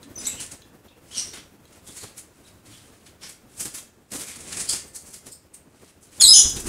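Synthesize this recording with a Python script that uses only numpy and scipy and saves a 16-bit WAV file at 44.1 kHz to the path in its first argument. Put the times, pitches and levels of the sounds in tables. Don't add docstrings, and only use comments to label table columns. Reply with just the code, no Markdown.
import sys
import numpy as np
from scipy import signal
from scipy.fft import rfft, irfft
from scipy.io import wavfile
from scipy.ndimage import uniform_filter1d, minimum_filter1d, map_coordinates

SR = 44100
rng = np.random.default_rng(int(sys.argv[2]) if len(sys.argv) > 2 else 0)


def inscribe(sig):
    pcm = np.round(np.clip(np.atleast_2d(sig).T, -1, 1) * 32767)
    wavfile.write(sys.argv[1], SR, pcm.astype(np.int16))


N = 294588
TIME = np.arange(N) / SR
TOP_HZ = 15650

# pitch_hz, level_db, t60_s
WIRE_MODES = [(1680, -12, 0.023), (2680, -16, .03), (3415, -8, 0.09), (3820, -1.5, 0.053), (4140, 3, 0.029),
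              (6400, 1, 0.024), (8580, -11, .015), (1714, -21, 0.93), (2722, -15.5, 0.44),
              (3394, -16, 0.32)]


def undb(db):
    return 10 ** (np.asarray(db) / 20)


def unit(x):
    return x / np.sqrt(np.mean(x ** 2))


def fader(points):
    return undb(np.interp(TIME, *np.transpose(points)))


def response(hz, spectrum):
    freqs, db = np.transpose(spectrum)
    return undb(np.interp(np.log(np.maximum(hz, 1)), np.log(freqs), db))


def colour(x, spectrum):
    return unit(irfft(rfft(x) * response(np.fft.rfftfreq(N, 1 / SR), spectrum), N))


def noise(spectrum):
    return colour(rng.standard_normal(N), spectrum)


def wander(rate_hz):
    return map_coordinates(rng.standard_normal(N), [TIME * rate_hz], order=3, mode="wrap")


def decay(t, t60):
    return np.exp(-np.log(1000) * t / t60)


def swell(peak_s, rise_s, gather=1.35, brake=1.01, stop_s=0.014):
    t, fall_s = TIME - peak_s, stop_s + rise_s
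    near = (t > -6 * rise_s) & (t < 10 * fall_s)
    out, t = np.zeros(N), t[near]
    out[near] = np.exp(-np.where(t < 0, np.abs(t / rise_s) ** gather, np.abs(t / fall_s) ** brake))
    return out


def room(x, t60, wet_db, gap_s=0.002, treble_hz=7500, treble_share=0.67):
    t = np.arange(SR // 2) / SR
    echoes = rng.standard_normal(len(t))
    low = signal.sosfiltfilt(signal.butter(4, treble_hz, fs=SR, output="sos"), echoes)
    tail = low * decay(t, t60) + (echoes - low) * decay(t, t60 * treble_share)
    tail *= 1 - np.exp(-(t / gap_s) ** 2)
    tail *= undb(wet_db) / np.sqrt(np.sum(tail ** 2))
    return (x + signal.fftconvolve(x, tail)[:N]) / np.sqrt(1 + undb(wet_db) ** 2)


def house_air(level_db=-61.5, drift_db=0.7):
    # freq_hz, level_db
    air_spectrum = [(29, -28), (50, -7), (96, 4.5), (341, -2), (716, -9), (2260, -17), (2610, -14),
                    (2950, -18), (5240, -21), (8670, -18), (15400, -36)]
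    return noise(air_spectrum) * undb(level_db + drift_db * wander(3))


def handling(swish_effort, rub_db=-0.5, kick_db=-8, uneven_db=2.5):
    # time_s, level_db
    rub_levels = [(0.0, -51), (0.36, -46), (0.65, -55), (0.98, -55), (1.29, -50), (1.57, -54), (2.47, -56),
                  (2.9, -54.5), (3.37, -56.5), (3.68, -51.5), (3.9, -57.5), (4.16, -64), (4.28, -53.5),
                  (4.66, -46.5), (4.77, -49.5), (5.51, -60.5), (6.13, -58), (6.2, -46)]
    # freq_hz, level_db
    rub_spectrum = [(20, -11), (45, -6), (80, 2.5), (130, -4), (300, -2.5), (500, -6.5), (800, -13),
                    (1500, -16.5), (4000, -26.5)]
    # peak_s, level_db
    bumps = [(.54, -62), (0.719, -48.5), (1.6, -54), (1.89, -41.5), (2.039, -45), (2.405, -59),
             (2.9, -53.5), (3.45, -50.5), (3.66, -46.5), (3.986, -53.5), (4.125, -41.5), (4.155, -42),
             (4.19, -40), (4.45, -55), (5.274, -48), (5.675, -51), (5.745, -52.5), (5.835, -54)]
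    # freq_hz, level_db
    thud_spectrum = [(30, -15), (70, -8.5), (140, -2.5), (290, -1), (500, -9), (1000, -16), (1600, -18.5),
                     (3000, -45)]
    rub = noise(rub_spectrum) * fader(rub_levels) * undb(rub_db)
    push = sum(undb(db) * swell(at, rise_s=0.011) for at, db in bumps) + undb(kick_db) * swish_effort
    return (rub + push * noise(thud_spectrum)) * undb(uneven_db * wander(45))


def gusts():
    # peak_s, rise_s, level_db
    puffs = [(6.25, 0.012, -39), (6.38, 0.04, -43), (6.455, .012, -27.5), (6.569, 0.026, -32),
             (6.672, 0.022, -30)]
    # freq_hz, level_db
    puff_spectrum = [(15, -5), (50, 5), (110, -2.5), (200, -7.5), (330, -3.5), (600, -21), (1500, -21.5),
                     (5000, -47)]
    push = sum(undb(db) * swell(at, rise) for at, rise, db in puffs)
    return push * noise(puff_spectrum)


def wire_scrapes(width=0.18, overtone_db=-10, overtone_ratio=1.43):
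    # peak_s, rise_s, pitch_hz, level_db
    slides = [ (.085, 0.023, 260, -43.5), (.24, 0.074, 243, -46.5), (.275, 0.038, 2180, -46),
              (.32, 0.045, 2650, -47), (.39, 0.017, 2950, -41), (.624, 0.0087, 3380, -56),
              (.888, .008, 3520, -55.5), (.935, .04, 2690, -64), (1.385, 0.0084, 3280, -51),
              (1.89, .025, 3540, -54), (1.985, .025, 7000, -45), (2.02, 0.033, 4430, -49),
              (2.7, 0.07, 119, -48.5), (2.75, 0.027, 3250, -53), (3.24, 0.014, 5530, -41),
              (4.3, .03, 2350, -47), (4.57, 0.087, 2520, -52), (4.699, 0.014, 4750, -28.5),
              (4.7, 0.011, 3380, -36), (4.88, .012, 8500, -48), (4.965, 0.021, 4360, -55),
              (5.33, 0.023, 5130, -51), (5.325, 0.0069, 8400, -38.5), (5.545, .006, 8600, -42.5)]
    out, slips = np.zeros(N), rng.standard_normal(N)
    for at, rise, hz, db in slides:
        main_band = signal.iirpeak(hz, 1 / width, fs=SR)
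        upper_band = signal.iirpeak(hz * overtone_ratio, 1 / width, fs=SR)
        body = signal.lfilter(*main_band, signal.lfilter(*main_band, slips))
        overtone = signal.lfilter(*upper_band, slips)
        out += undb(db) * swell(at, rise) * (unit(body) + undb(overtone_db) * unit(overtone))
    return out


def wire_ticks(crack_db=2, crack_s=0.0018, spread_db=2, detune=0.023):
    # start_s, level_db
    ticks = [(.030, -46.5), (.403, -39), (.620, -48.5), (.884, -60), (1.334, -42), (1.654, -53.5),
             (2.036, -45), (2.810, -60), (3.655, -45), (3.772, -54), (4.12, -54), (4.197, -43),
             (4.735, -44)]
    out, t = np.zeros(N), np.arange(SR // 2) / SR
    for at, db in ticks:
        ring = np.zeros(len(t))
        for hz, mode_db, t60 in WIRE_MODES:
            louder, sharper = rng.standard_normal(2)
            tone = np.sin(2 * np.pi * hz * (1 + detune * sharper) * t)
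            ring += undb(mode_db + spread_db * louder) * tone * decay(t, t60)
        crack = undb(crack_db) * rng.standard_normal(len(t)) * np.exp(-t / crack_s)
        start = int(at * SR)
        out[start:start + len(t)] += undb(db) * (ring + crack)
    return out


def bar_rattle(effort, bars=6, taps_per_s=14, spread_db=4, detune=0.13, level_db=-6):
    out, t = np.zeros(N), np.arange(SR // 2) / SR
    for tuning in np.exp(detune * np.linspace(-1.5, 1.5, bars)):
        ring = sum(undb(db) * np.sin(2 * np.pi * hz * tuning * t) * decay(t, t60)
                   for hz, db, t60 in WIRE_MODES)
        hits = rng.random(N) < taps_per_s / SR
        taps = unit(hits * undb(spread_db * rng.standard_normal(N)))
        out += signal.fftconvolve(taps * effort, ring / np.linalg.norm(ring))[:N]
    return out * undb(level_db) / np.sqrt(bars)


def wing_effort(fidget_hiss_db=-3.5, fidget_swish_db=-5.5, fade_s=0.019):
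    # peak_s, rise_s, hiss_db, swish_db
    strokes = [ (0.032, 0.0068, -54, -55.5), (0.261, 0.052, -37, -43.5), (0.414, 0.011, -30.5, -41.5),
               (0.52, 0.011, -39.5, -49), (1.19, 0.061, -40.5, -44), (1.339, 0.0033, -42, -41),
               (1.374, 0.0081, -50, -42), (1.882, 0.017, -42.5, -53.5), (1.98, 0.04, -43, -50),
               (2.038, 0.013, -45.5, -47.5), (2.182, 0.011, -39.5, -51), (3.069, 0.011, -54, -54),
               (3.242, 0.019, -45.5, -42.5), (3.295, 0.014, -43.5, -51), (3.52, 0.029, -58.5, -60.5),
               (3.615, .024, -29, -43), (3.656, 0.0026, -35, -41.5), (3.744, 0.005, -32.5, -44.5),
               (3.782, 0.017, -40, -50.5), (4.108, 0.0025, -54, -53), (4.119, 0.0015, -35, -41.5),
               (4.155, 0.023, -35, -44.5), (4.22, 0.029, -39.5, -48), (4.3, 0.031, -39.5, -44),
               (4.362, 0.0028, -44, -54), (4.405, 0.0074, -45.5, -61), (4.535, 0.061, -37.5, -41.5),
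               (4.579, 0.0058, -39, -51), (4.607, 0.031, -32.5, -46), (4.696, 0.0049, -19, -59),
               (4.738, 0.019, -27, -36.5), (4.96, 0.012, -34, -56), (5.08, 0.033, -47, -60),
               (5.142, 0.013, -39, -52.5), (5.272, 0.014, -43, -51), (5.545, 0.0067, -47, -56),
               (6.028, 0.0086, -51, -78), (6.214, 0.0043, -18.5, -29.5), (6.37, 0.074, -27.5, -43),
               (6.49, 0.0049, -39, -68), (6.568, 0.0059, -33, -39.5), (6.601, 0.0044, -37.5, -57),
               (6.672, 0.012, -33, -40)]
    # time_s, level_db
    fidgets = [
        [(1.68, -56), (1.69, -63), (1.714, -61), (1.73, -53), (1.74, -55), (1.758, -52), (1.824, -69),
         (1.85, -69)],
        [(2.35, -67), (2.36, -60.5), (2.428, -65.5), (2.478, -52), (2.53, -66), (2.644, -69), (2.654, -54.5),
         (2.752, -50.5), (3.04, -65)],
        [(5.7, -71), (5.806, -59.5), (5.898, -54), (5.984, -83), (6.032, -63), (6.068, -56), (6.102, -69),
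         (6.132, -51.5), (6.19, -54)],
    ]
    hiss, swish = np.zeros(N), np.zeros(N)
    for at, rise, hiss_db, swish_db in strokes:
        stroke = swell(at, rise)
        hiss += undb(hiss_db) * stroke
        swish += undb(swish_db) * stroke
    for spell in fidgets:
        start_s, end_s = spell[0][0], spell[-1][0]
        gate = np.clip(np.minimum(TIME - start_s, end_s - TIME) / fade_s + 1, 0, 1)
        fidget = gate * fader(spell)
        hiss += undb(fidget_hiss_db) * fidget
        swish += undb(fidget_swish_db) * fidget
    return hiss, swish


def wings(hiss_effort, swish_effort, barbs_per_s=5000, spread_db=3, flicker_db=1.68, flicker_hz=110):
    # freq_hz, level_db
    hiss_spectrum = [(1500, -18), (3000, -25.5), (4500, -8.5), (6500, -1.5), (8300, 3.5), (10000, -1),
                     (12000, -18), (15500, -37)]
    # freq_hz, level_db
    swish_spectrum = [(100, -57), (300, -4), (700, -5.5), (1200, 0), (2400, 4.5), (3500, 1.5), (6000, -1.5),
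                      (12000, -30)]
    # freq_hz, level_db
    edge_spectrum = [(5000, -36), (8500, -0.5), (10500, 8), (12500, 1.5), (14000, -4), (15500, -7)]
    # time_s, level_db
    edge_levels = [(.5, -14), (1.35, -9), (2.0, -6.5), (3.7, -6), (4.2, -5.5), (4.6, -16.5), (5.15, -6),
                   (6.5, -7)]
    snaps = (rng.random(N) < barbs_per_s / SR) * rng.standard_normal(N)
    snaps = unit(snaps * undb(spread_db * rng.standard_normal(N)))
    hiss = colour(snaps + rng.standard_normal(N), hiss_spectrum)
    swish = colour(rng.standard_normal(N) + 0.5 * snaps, swish_spectrum)
    edge = fader(edge_levels) * noise(edge_spectrum)
    out = hiss_effort * (hiss + edge) + swish_effort * swish
    return out * undb(flicker_db * wander(flicker_hz))


def parrot_calls(flutter_hz=750, jitter=0.062, shimmer=0.77, edge_s=0.0019, edge_share=0.096,
                 rasp_db=-4, growl_db=-36):
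    # start_s, length_s, first_hz, last_hz, level_db, roughness, overtones_db
    notes = [ (0.156, 0.023, 6070, 6050, -35, 0.16, -1), (0.181, 0.013, 5200, 5030, -35.5, 0.5, 13),
             (.194, 0.014, 3800, 3590, -39, .35, 11), (0.239, .022, 3670, 4100, -40.5, 0.9, -7),
             (.247, 0.0177, 5490, 6120, -34, .6, 0), (0.265, 0.0079, 3446, 3810, -22.5, 0.65, 10),
             (.268, .016, 3936, 3833, -23.5, 0.5, 14.5), (1.111, .06, 2990, 3205, -45, 1.05, -19),
             (1.145, 0.037, 3350, 3004, -35, 0.93, -2), (1.167, 0.041, 2814, 2856, -25.5, 0.91, 5.5),
             (2.448, 0.021, 3840, 3900, -56, 0.6, -6), (6.199, 0.011, 3534, 3430, -18.5, 0.14, -0.5),
             (6.208, .012, 3380, 3370, -10, 0.42, 5.5), (6.209, 0.0172, 5460, 4890, -17.5, .64, 5),
             (6.218, 0.03, 4350, 4196, -7.5, 0.24, 4), (6.238, 0.045, 4087, 3837, -9.5, 0.43, 1.5),
             (6.277, 0.019, 4705, 5080, -10.5, 0.14, 7), (6.289, 0.045, 5003, 5200, -8, .12, 1),
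             (6.332, .071, 3205, 2974, -11.5, 0.5, 5), (6.35, 0.0515, 3462, 3400, -10, 0.55, 7.5)]
    # freq_hz, level_db
    throat = [(1000, -44), (2900, -10.5), (3500, -7), (4000, 0.5), (5200, 2), (6800, -3), (8400, -3.5),
              (10200, -10), (11800, -17.5), (15500, -46)]
    out = np.zeros(N)
    shake, throb = wander(flutter_hz), wander(flutter_hz / 2)
    rasp = undb(rasp_db) * noise(throat)
    for at, length, first_hz, last_hz, db, rough, overtones_db in notes:
        span = slice(int(at * SR), int((at + length) * SR))
        progress = np.linspace(0, 1, span.stop - span.start)
        hz = last_hz + (first_hz - last_hz) * (1 - progress) ** 2.2
        phase = 2 * np.pi * np.cumsum(hz * (1 + jitter * rough * shake[span])) / SR
        tone = np.zeros(len(hz))
        for k, partial_db in enumerate((0, overtones_db, overtones_db), start=1):
            tone += undb(partial_db) * response(k * hz, throat) * np.sin(k * phase) * (k * hz < TOP_HZ)
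        tone = unit(tone) + undb(growl_db) * np.sin(phase / 4)
        tone = unit(tone * np.exp(shimmer * rough * throb[span])) + rough ** 4 * rasp[span]
        fade_share = edge_s / length + edge_share * rough
        gate = np.clip(np.minimum(progress, 1 - progress) / fade_share, 0, 1)
        out[span] += undb(db) * tone * np.sin(gate * np.pi / 2)
    return out


def scene():
    hiss_effort, swish_effort = wing_effort()
    calls = room(parrot_calls(), t60=0.4, wet_db=-0.5)
    rustle = wings(hiss_effort, swish_effort) + bar_rattle(swish_effort) + wire_scrapes() + wire_ticks()
    rustle = room(rustle, t60=0.37, wet_db=-7.5)
    return (calls + rustle + handling(swish_effort) + gusts() + house_air())[None]


def record(dry):
    needed_gain = 1 / np.maximum(np.abs(dry), 1)
    gain = uniform_filter1d(minimum_filter1d(needed_gain, size=65), size=65)
    return signal.sosfilt(signal.ellip(10, 0.2, 70, TOP_HZ, fs=SR, output="sos"), dry * gain)


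dry = scene()
out = record(dry)
inscribe(out)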